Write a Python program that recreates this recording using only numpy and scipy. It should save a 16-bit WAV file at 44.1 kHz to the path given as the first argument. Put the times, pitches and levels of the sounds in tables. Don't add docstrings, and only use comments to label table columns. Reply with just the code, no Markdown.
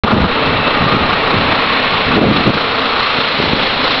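import sys
import numpy as np
from scipy import signal
from scipy.fft import rfft, irfft
from scipy.io import wavfile
from scipy.ndimage import uniform_filter1d

SR = 44100
rng = np.random.default_rng(int(sys.argv[2]) if len(sys.argv) > 2 else 0)


def int16_out(signal):
    q = np.round(np.clip(np.atleast_2d(signal).T, -1, 1) * 32767)
    wavfile.write(sys.argv[1], SR, q.astype(np.int16))


N = 176400
TIME_S = np.arange(N) / SR

BEAT_STRENGTH_DB = [-1.5, 3, -0.5, -1.5, -4.5, -7.5]
# time in seconds, relative level in dB.
ROAR_ENVELOPE_DB = [(.08, -16), (0.301, -19), (.8, -20.5), (1.28, -18.5), (1.701, -22.5), (2.15, -20),
                    (2.6, -24.5), (3.0, -20), (3.06, -27), (3.15, -21), (3.3, -25), (3.5, -20.5),
                    (3.62, -21), (3.709, -25.5), (3.829, -20), (4, -24.5)]
BARK_ENVELOPE_DB = [(.04, -18), (.11, -12.5), (0.199, -16), (.65, -19.5), (.95, -16), (1.09, -20.5),
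                    (1.145, -13), (1.198, -20.5), (1.701, -20.5), (2.13, -19), (2.5, -20), (2.71, -20.5),
                    (2.78, -21.5), (2.951, -17), (3.059, -17), (3.31, -25), (3.42, -23), (3.76, -23.5),
                    (3.86, -17.5), (4, -23.5)]
ROLL_ENVELOPE_DB = [(0, -19.5), (0.549, -18.5), (0.999, -18), (1.7, -16.5), (2.051, -16.5), (2.6, -19),
                    (3.25, -17.5), (4, -17.5)]
HISS_ENVELOPE_DB = [(0, -30.5), (1, -24.5), (2.001, -23), (3, -21), (3.65, -18.5), (3.802, -21.5),
                    (3.912, -14.5), (4, -18.5)]
# frequency in Hz, relative density in dB.
ROAR_SPECTRUM_DB = [(25, -10.5), (60, -8.5), (130, -7.5), (200, -7.5), (265, 2), (345, -10), (440, 0.5),
                    (560, -2), (720, -4), (900, -3), (1150, -12.5), (1700, -29.5)]
BARK_SPECTRUM_DB = [(600, -30.5), (950, -12.5), (1100, -5), (1220, -5), (1400, -7), (1550, -13.5),
                    (2200, -26.5), (4000, -21)]
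ROLL_SPECTRUM_DB = [(700, -11.5), (1200, -1.5), (1600, -3), (2000, -2), (2350, -1.5), (2750, -2),
                    (3100, -5.5), (3800, -7.5), (6000, -21)]
HISS_SPECTRUM_DB = [(1200, -21.5), (2400, -20.5), (3200, -4.5), (3700, -3.5), (4100, -1), (4500, -1.5),
                    (6000, -1)]
BREEZE_SPECTRUM_DB = [(20, 7), (40, -7.5), (80, -4.5), (140, 4.5), (220, 3.5), (320, 2), (500, -13),
                      (900, -36.5), (3000, -59.5)]
# time in seconds, level in dB.
BREEZE_ENVELOPE_DB = [(0, -25.5), (1.45, -25.5), (1.68, -28), (1.85, -29), (2.4, -27), (2.7, -33),
                      (3.3, -35.5), (3.6, -26), (4, -33)]
# start in seconds, length in seconds, level in dB, centre in Hz.
MIC_GUSTS = [(0.015, 0.033, -7, 139.7), (0.136, 0.014, -3, 170), (0.159, 0.023, -5.5, 170),
             (0.204, .065, -8.5, 161), (0.457, 0.16, -20.5, 145), (0.653, .025, -22, 107.7),
             (0.812, .065, -14.5, 140), (0.93, 0.048, -12.5, 186), (1.008, .04, -18, 100),
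             (1.103, 0.07, -23.5, 154), (1.333, .05, -15.5, 161), (1.397, .14, -21.5, 153),
             (1.929, .025, -22.5, 152), (2.068, .05, -18.5, 121), (2.129, 0.031, -15.5, 179),
             (2.175, 0.015, -3, 279), (2.207, .045, -6.5, 310), (2.257, 0.069, -8, 217),
             (2.348, .075, -17, 207), (2.469, 0.035, -7, 240), (2.551, .025, -17, 176),
             (3.385, .18, -25, 160)]
# multiple of the centre frequency, relative density in dB.
GUST_SPECTRUM_DB = [(.12, -18), (.3, -7.5), (.5, -5.5), (.7, -1.5), (1, -0.5), (1.45, -5), (2.1, -10),
                    (3.3, -20.5), (6, -27), (16, -44.5)]
# pitch in Hz, peak time in seconds, swell sigma in seconds, level in dB, width in Hz.
RAIL_RESONANCES = [(2610, 0.6, 0.2, -33, 12), (2710, 0.59, .09, -29.5, 33), (1867, 1.2, .8, -32, 14),
                   (1097, 1.6, 0.35, -27, 39), (2540, 1.6, 0.2, -33.5, 26), (2660, 2.7, 1.9, -37, 14),
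                   (1205, 0.89, 0.22, -25, 54)]
# time in seconds, peak in dB, centre in Hz.
EDDY_THUMPS = [(3.188, -8.5, 211), (3.402, -2.5, 303), (3.44, -7, 270), (3.479, -10, 222),
               (3.535, -2.5, 211)]
# frequency in Hz, gain in dB.
RESPONSE_DB = [(20, -3), (4150, 3.5), (4400, -2), (4650, -8.5), (5100, -11.5), (5500, -18), (6200, -34.5)]


def from_db(db):
    return 10 ** (np.asarray(db) / 20)


def unit_rms(x):
    return x / np.sqrt(np.mean(x ** 2) + 1e-20)


def envelope(points_db):
    return from_db(np.interp(TIME_S, *np.transpose(points_db)))


def filtered(x, spectrum_db):
    hz, db = np.transpose(spectrum_db)
    bins_hz = np.maximum(np.arange(N // 2 + 1) * SR / N, 1)
    gain_db = np.interp(np.log(bins_hz), np.log(hz), db)
    return irfft(rfft(x) * from_db(gain_db), N)


def noise(spectrum_db):
    return unit_rms(filtered(rng.standard_normal(N), spectrum_db))


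def drift(rate_hz):
    bins_hz = np.arange(N // 2 + 1) * SR / N
    return unit_rms(irfft(rfft(rng.standard_normal(N)) / (1 + (bins_hz / rate_hz) ** 2), N))


def exhaust_beats(rate_hz=28.4, first_s=.0074, sharpness=1.4):
    phase = (TIME_S - first_s) * rate_hz
    beat = np.round(phase).astype(int)
    jitter_db = rng.standard_normal(beat.max() + 1)[beat]
    strength = from_db(np.take(BEAT_STRENGTH_DB, beat, mode="wrap") + jitter_db)
    puffs = strength * np.abs(np.cos(np.pi * phase)) ** (2 * sharpness)
    return puffs / puffs.mean()


def train_layer(spectrum_db, envelope_db, beats, depth, waver_db, waver_hz):
    pulse = 1 - depth + depth * beats
    return noise(spectrum_db) * envelope(envelope_db) * pulse * from_db(waver_db * drift(waver_hz))


def locomotive():
    beats = exhaust_beats()
    roar = train_layer(ROAR_SPECTRUM_DB, ROAR_ENVELOPE_DB, beats, depth=.13, waver_db=-.4, waver_hz=3.5)
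    bark = train_layer(BARK_SPECTRUM_DB, BARK_ENVELOPE_DB, beats, depth=.19, waver_db=.3, waver_hz=36)
    roll = train_layer(ROLL_SPECTRUM_DB, ROLL_ENVELOPE_DB, beats, depth=.08, waver_db=.55, waver_hz=18)
    hiss = train_layer(HISS_SPECTRUM_DB, HISS_ENVELOPE_DB, beats, depth=.17, waver_db=.55, waver_hz=20)
    return from_db(1.5) * roar + from_db(-.5) * bark + from_db(-2.4) * roll + from_db(6) * hiss


def turbulence(spectrum_db, evenness):
    rumble = noise(spectrum_db)
    power = uniform_filter1d(rumble ** 2, size=1100) + 1e-9
    return unit_rms(rumble / power ** (evenness / 2))


def wind(attack_s=.0085, release_s=.005):
    out = envelope(BREEZE_ENVELOPE_DB) * turbulence(BREEZE_SPECTRUM_DB, evenness=.1)
    for start_s, length_s, db, centre_hz in MIC_GUSTS:
        before = np.maximum(start_s - TIME_S, 0) / attack_s
        after = np.maximum(TIME_S - start_s - length_s, 0) / release_s
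        gate = np.exp(-np.minimum(before + after, 20))
        spectrum_db = [(centre_hz * multiple, band_db) for multiple, band_db in GUST_SPECTRUM_DB]
        out += from_db(db) * gate * turbulence(spectrum_db, evenness=.85)
    return out


def singing_rails():
    out = np.zeros(N)
    for hz, peak_s, sigma_s, db, width_hz in RAIL_RESONANCES:
        phase_rad = 2 * np.pi * hz * TIME_S
        tone = unit_rms(drift(width_hz) * np.cos(phase_rad) + drift(width_hz) * np.sin(phase_rad))
        swell = np.exp(-((TIME_S - peak_s) / sigma_s) ** 2 / 2)
        out += from_db(db) * swell * tone
    return out


def eddy_thumps():
    out = np.zeros(N)
    for time_s, peak_db, centre_hz in EDDY_THUMPS:
        phase_rad = 2 * np.pi * centre_hz * (TIME_S - time_s)
        out -= from_db(peak_db) * phase_rad * np.exp((1 - phase_rad ** 2) / 2)
    return out


def scene():
    return (locomotive() + singing_rails() + wind() + eddy_thumps())[None]


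def gain_control(x, limit_db=-2, attack_s=.0018, release_db_per_s=75):
    over_db = np.maximum(20 * np.log10(np.abs(x) + 1e-9) - limit_db, 0)
    ramp_db = release_db_per_s * TIME_S
    held_db = np.maximum.accumulate(over_db + ramp_db, axis=-1) - ramp_db
    pole = np.exp(-1 / (attack_s * SR))
    duck_db = signal.lfilter([1 - pole], [1, -pole], held_db)
    return x * from_db(-duck_db)


def record(dry):
    start_s, clip_level, cutoff_hz = .0355, .74, 6600
    dull = filtered(dry, RESPONSE_DB) * (TIME_S >= start_s)
    clipped = np.clip(gain_control(dull), -clip_level, clip_level)
    lowpass = signal.cheby2(18, 75, cutoff_hz, fs=SR, output="sos")
    return signal.sosfilt(lowpass, clipped)


dry = scene()
out = record(dry)
int16_out(out)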